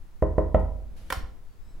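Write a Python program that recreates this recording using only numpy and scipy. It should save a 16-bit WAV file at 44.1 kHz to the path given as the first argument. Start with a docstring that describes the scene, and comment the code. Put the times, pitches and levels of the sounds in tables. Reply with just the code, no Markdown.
"""A small hallway, stereo microphone close to a wooden interior door, over quiet room tone.
Three quick knuckle knocks ring the panel and rock the door in its frame; the last one shakes the latch.
The lever handle turns with a faint scrape, then the bolt snaps against two stops in a sharp double click.
The freed door shudders and swings open with a thin hinge squeak and a low rumble of moving air."""
import sys
import numpy as np
from scipy import signal
from scipy.io import wavfile
from scipy.ndimage import uniform_filter1d

SR = 44100
rng = np.random.default_rng(int(sys.argv[2]) if len(sys.argv) > 2 else 0)


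def digitize_waveform(pressure):
    """Quantize a signal to 16-bit integers and store it at the path in sys.argv[1].

    Rows of a 2-D input are taken as channels; values are limited to [-1, 1].
    """
    field = np.atleast_2d(pressure).T
    bounded = np.clip(field, -1, 1)
    quanta = np.round(bounded * 32767).astype(np.int16)
    wavfile.write(sys.argv[1], SR, quanta)


N = 79380
SCENE_T = np.arange(N) / SR
HIT_T = np.arange(SR) / SR  # one second for a hit to die away

# Knuckle knocks: start_s, level_db, bass_db, spot (0 or 1)
KNOCKS = [(0.2228, -2.5, 3, 0), (0.3805, -2, 0.5, 0), (0.5446, -2, 4, 1)]
# The whole door rocking in its frame: pitch_hz, t60_s, level_db, left_right_db, swing_sign
ROCKING_MODES = [(49.4, 1.09, -24.5, -7, -1), (74.9, 0.78, -25.5, 4, 1), (84.6, 0.63, -29, 1, 1),
                 (98.6, 0.28, -34.5, -20.5, 1), (142.9, .3, -32.5, -7, 1)]
# Door panel resonances: pitch_hz, t60_s, spot0_db, spot1_db, left_right_db, swing_sign
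PANEL_MODES = [(184.2, 0.38, -32.5, -27.5, -9, 1), (221.2, 0.23, -41.5, -26.5, 6, 1),
               (311.2, 0.28, -24.5, -31, 6, 1), (346.5, 0.42, -31, -38, 0.5, 1),
               (410.1, 0.36, -26.5, -32.5, 6.5, 1), (442.5, .31, -48.5, -34, 10.5, 1),
               (512, 0.13, -18.5, -19, -4, -1), (549.4, 0.11, -19.5, -17, 9, 1),
               (621.4, 0.16, -18, -14.5, -6.5, 1), (637.7, 0.35, -30, -26, 13, 1),
               (647.7, 0.034, -24, -8, -0.5, 1), (771, 0.37, -41.5, -39, 0.5, 1),
               (898, 0.28, -37, -30.5, -2.5, 1), (1019, .11, -26.5, -36.5, -4.5, -1)]
# Dense, quickly dying wood modes, as a spectrum: frequency_hz, spot0_db, spot1_db
WOOD_SPECTRUM = [(140, 1, 3), (307, -5, -8), (450, -6, -17.5), (620, 0.5, 3), (790, -7, 7), (920, -1, 1),
                 (1054, -5, -6), (1180, -13.5, -14.5), (1290, -16.5, -5), (1550, -16.5, -16),
                 (1630, -29.5, -31.5), (1973, -20, -13.5), (2440, -37.5, -30), (3243, -43.5, -31.5),
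                 (5000, -53, -54.5), (15000, -56.5, -51.5)]
# The bolt hitting its stops: start_s, level_db, crack_db, stop (0 or 1), bounce_gap_s, bounce_growth_db
LATCH_CLICKS = [(1.102, 1, -3, 0, 0.0023, -2), (1.1234, 1.5, -2.5, 1, .002, 1)]
# Resonances of the latch and the wood around it: pitch_hz, t60_s, stop0_db, stop1_db
LATCH_MODES = [(536, 0.087, -32.5, -32.5), (584, 0.045, -47, -50), (770, 0.11, -44, -32),
               (964, 0.029, -33, -22), (1014, .04, -33.5, -24), (1425, 0.044, -29.5, -31),
               (1537, 0.033, -26, -29.5), (1860, 0.026, -24.5, -37.5), (2293, 0.024, -28, -34),
               (3140, 0.046, -40, -42), (3508, 0.015, -28.5, -39)]
# Crack of one bolt bounce: frequency_hz, gain_db
CRACK_SPECTRUM = [(60, -18), (130, 4), (250, -5.5), (400, 2), (560, 5), (800, 2), (1400, 1), (2100, -1.5),
                  (2800, -8), (4000, -9), (7000, -14.5), (12000, -15), (16000, -19)]
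# Wobbles of the freed door: start_s, level_db
SHUDDERS = [(1.111, -17.5), (1.166, -6), (1.23, -10.5)]
# Lever friction through the turn: time_s, level_db
HANDLE_TURN = [(.95, -87), (.97, -60.5), (1.0, -61), (1.04, -64.5), (1.095, -63.5), (1.12, -57)]
# Colour of that friction: frequency_hz, gain_db
SCRAPE_SPECTRUM = [(200, -14), (600, 6), (1200, 2), (2100, 5.5), (4500, 2), (8000, -3.5), (11500, -1),
                   (16000, -24)]
# Hinge squeak through the swing: time_s, pitch_hz, level_db
HINGE_GLIDE = [(1.45, 3322, -78), (1.462, 3303, -75.5), (1.48, 3230, -80.5), (1.512, 3465, -66.5),
               (1.568, 3410, -83.5), (1.612, 3810, -67.5), (1.71, 3985, -64.5), (1.78, 3600, -76)]
# Tones in the squeak: pitch_ratio, level_db
SQUEAK_PARTIALS = [(0.999, -14.5), (1.322, -11.5), (2, -13)]
# Rumble of moving air: frequency_hz, gain_db
AIR_SPECTRUM = [(12, 0), (30, 0), (60, -12), (110, -23), (250, -29), (700, -40), (2000, -51), (6000, -63),
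                (16000, -73)]
# Swells of that rumble: time_s, gain_db
AIR_SWELLS = [(0, -23.5), (.75, -34.5), (1.0, -12), (1.25, -14.5), (1.45, -30), (1.6, -23.5), (1.8, -10.5)]
# Hallway reverberation: frequency_hz, t60_s
HALLWAY_DECAY = [(100, 0.87), (250, 0.89), (450, 0.73), (750, 0.63), (1050, .42), (1500, .38), (4500, 0.37),
                 (12000, 0.23)]
# Hallway room tone: frequency_hz, gain_db
ROOM_TONE_SPECTRUM = [(15, 5), (30, -1.5), (60, -12), (120, -20), (250, -27.5), (600, -36.5), (1200, -37.5),
                      (3000, -47), (8000, -52), (16000, -53.5)]


def knocks(contact_s=0.0023, wood_t60_s=0.035, wood_rise_s=0.00087):
    """Each knuckle pushes the panel, rings its modes and rocks the door; the spot sets the colour."""
    boom, ring, wood = np.zeros((3, 2, N))
    grain = stereo_noise(0.91, SR) * decay(wood_t60_s) * (1 - np.exp(-HIT_T / wood_rise_s))
    contact_phase = np.pi * np.minimum(HIT_T / contact_s, 1)
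    push = amp(-8.5) * pan(-3.5) * np.sin(contact_phase) ** 4
    onset = np.sin(contact_phase / 2) ** 2
    for start_s, level_db, bass_db, spot in KNOCKS:
        panel = sum(sign * pan(side_db) * mode(hz, t60_s, spot_db[spot])
                    for hz, t60_s, *spot_db, side_db, sign in PANEL_MODES)
        thud = colour(grain, np.array(WOOD_SPECTRUM)[:, [0, 1 + spot]])
        add(boom, start_s, amp(level_db) * (push + amp(bass_db) * onset * rocking()))
        add(ring, start_s, amp(level_db) * onset * panel)
        add(wood, start_s, amp(level_db + 1.5) * thud)
    return boom + ring + pan(-3.5) * wood + hallway(amp(-4) * wood + amp(-14.5) * ring)


def rocking(decay_scale=1, left_lag_s=0.00081):
    """The door leaf booms in its frame; the sound reaches the left side a little later."""
    left, right = sum(sign * pan(side_db) * mode(hz, t60_s * decay_scale, level_db)
                      for hz, t60_s, level_db, side_db, sign in ROCKING_MODES)
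    return np.array([np.interp(HIT_T - left_lag_s, HIT_T, left), right])


def latch(bounces=3, crack_t60_s=0.016, rattle_s=0.597):
    """The bolt rattles after the hardest knock, and later snaps against two stops, bouncing on each."""
    rings, cracks = np.zeros((2, 2, N))
    for start_s, level_db, crack_db, stop, gap_s, growth_db in LATCH_CLICKS:
        ring = sum(mode(hz, t60_s, stop_db[stop]) for hz, t60_s, *stop_db in LATCH_MODES)
        add(rings, start_s, amp(level_db) * pan(-4.5) * ring * np.minimum(HIT_T / gap_s, 1))
        for bounce in range(bounces):
            crack = amp(-17) * colour(stereo_noise(0.5, SR) * decay(crack_t60_s), CRACK_SPECTRUM)
            add(cracks, start_s + bounce * gap_s, amp(level_db + crack_db + bounce * growth_db) * crack)
    add(cracks, rattle_s, amp(-59) * stereo_noise(0.5, SR) * decay(t60_s=0.05))
    return rings + cracks + hallway(amp(-2.5) * cracks + amp(-14) * rings)


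def shudder(rise_s=0.0047):
    """Freed from the latch, the door wobbles in short, soft-edged booms."""
    wobbles = np.zeros((2, N))
    boom = rocking(decay_scale=0.32) * soft_onset(rise_s)
    for start_s, level_db in SHUDDERS:
        add(wobbles, start_s, amp(level_db) * boom)
    return wobbles


def handle(roughness_db=3):
    """Grainy friction of the lever, heard only while it turns."""
    grains = stereo_noise(0.25, N) * amp(roughness_db * rng.standard_normal(N))
    scrape = colour(grains, SCRAPE_SPECTRUM)
    return during(HANDLE_TURN) * amp(curve(HANDLE_TURN)) * scrape / scrape.std()


def hinge(pitch_jitter=0.004):
    """A thin, unsteady squeak that climbs as the door swings and sags at the end."""
    waver = uniform_filter1d(rng.standard_normal(N), size=150)
    pitch_hz = curve(HINGE_GLIDE) * (1 + pitch_jitter * waver / waver.std())
    phase = 2 * np.pi * np.cumsum(pitch_hz) / SR
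    tone = sum(amp(level_db) * np.sin(ratio * phase) for ratio, level_db in SQUEAK_PARTIALS)
    squeak = during(HINGE_GLIDE) * amp(curve(HINGE_GLIDE, column=2)) * tone
    return squeak + amp(-3) * hallway(squeak[None])


def moving_air():
    """A low rumble of air, dead centre, swelling as the door moves."""
    return amp(curve(AIR_SWELLS)) * colour(stereo_noise(1, N), AIR_SPECTRUM)


def hallway(sound, rise_s=0.0013):
    """Diffuse echoes off the hallway walls, the treble dying before the bass."""
    hz, time_s, bands = signal.stft(stereo_noise(0.78, SR), SR, nperseg=256)
    bands *= np.exp(-np.log(1000) * time_s / at_frequency(HALLWAY_DECAY, hz)[:, None])
    tail = signal.istft(bands, SR, nperseg=256)[1][:, :SR] * soft_onset(rise_s)
    return signal.fftconvolve(sound, tail / np.linalg.norm(tail[0]), axes=1)[:, :N]


def room_tone():
    """The steady, bass-heavy hush of the hallway."""
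    return amp(-18.5) * colour(stereo_noise(0.31, N), ROOM_TONE_SPECTRUM)


def amp(db):
    """Decibels to gain."""
    return 10 ** (np.asarray(db) / 20)


def pan(left_right_db):
    """Channel gains for a level difference; positive leans left."""
    return amp([[left_right_db / 2], [-left_right_db / 2]])


def add(mix, start_s, sound):
    """Mixes a stereo sound in at its start time."""
    part = mix[:, round(start_s * SR):][:, :sound.shape[-1]]
    part += sound[..., :part.shape[1]]


def at_frequency(table, hz):
    """Reads a table on a log-frequency axis."""
    table_hz, values = np.transpose(table)
    return np.interp(np.log(hz + 1), np.log(table_hz), values)


def curve(table, column=1):
    """Follows one column of a table through the scene."""
    rows = np.array(table)
    return np.interp(SCENE_T, rows[:, 0], rows[:, column])


def during(table):
    """A gate, open between a table's first and last times."""
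    return (SCENE_T > table[0][0]) & (SCENE_T < table[-1][0])


def stereo_noise(correlation, samples):
    """Two channels of partly shared white noise."""
    left, other = rng.standard_normal((2, samples))
    return np.array([left, correlation * left + np.sqrt(1 - correlation ** 2) * other])


def colour(sound, spectrum):
    """Minimum-phase filter with the given spectrum, so nothing rings ahead of a hit."""
    hz = abs(np.fft.fftfreq(4096, 1 / SR))
    log_gain = np.log(amp(at_frequency(spectrum, hz)))
    taps = np.fft.ifft(np.exp(np.conj(signal.hilbert(log_gain)))).real
    return signal.oaconvolve(sound, taps[None], axes=1)[:, :sound.shape[1]]


def soft_onset(rise_s):
    """A rounded rise from silence to full level."""
    return 1 - np.exp(-(HIT_T / rise_s) ** 2)


def decay(t60_s):
    """Exponential fall of 60 dB in t60_s."""
    return np.exp(-np.log(1000) * HIT_T / t60_s)


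def mode(hz, t60_s, level_db):
    """One struck resonance."""
    return amp(level_db) * decay(t60_s) * np.sin(2 * np.pi * hz * HIT_T)


def scene():
    """Everything that reaches the microphone by the door."""
    return knocks() + handle() + latch() + shudder() + hinge() + room_tone() + moving_air()


def record(dry):
    """The recorder cuts the treble above 16.1 kHz."""
    lowpass = signal.firwin(511, 16100, window=("kaiser", 9), fs=SR)
    return signal.oaconvolve(dry, lowpass[None], "same")


dry = scene()
out = record(dry)
digitize_waveform(out)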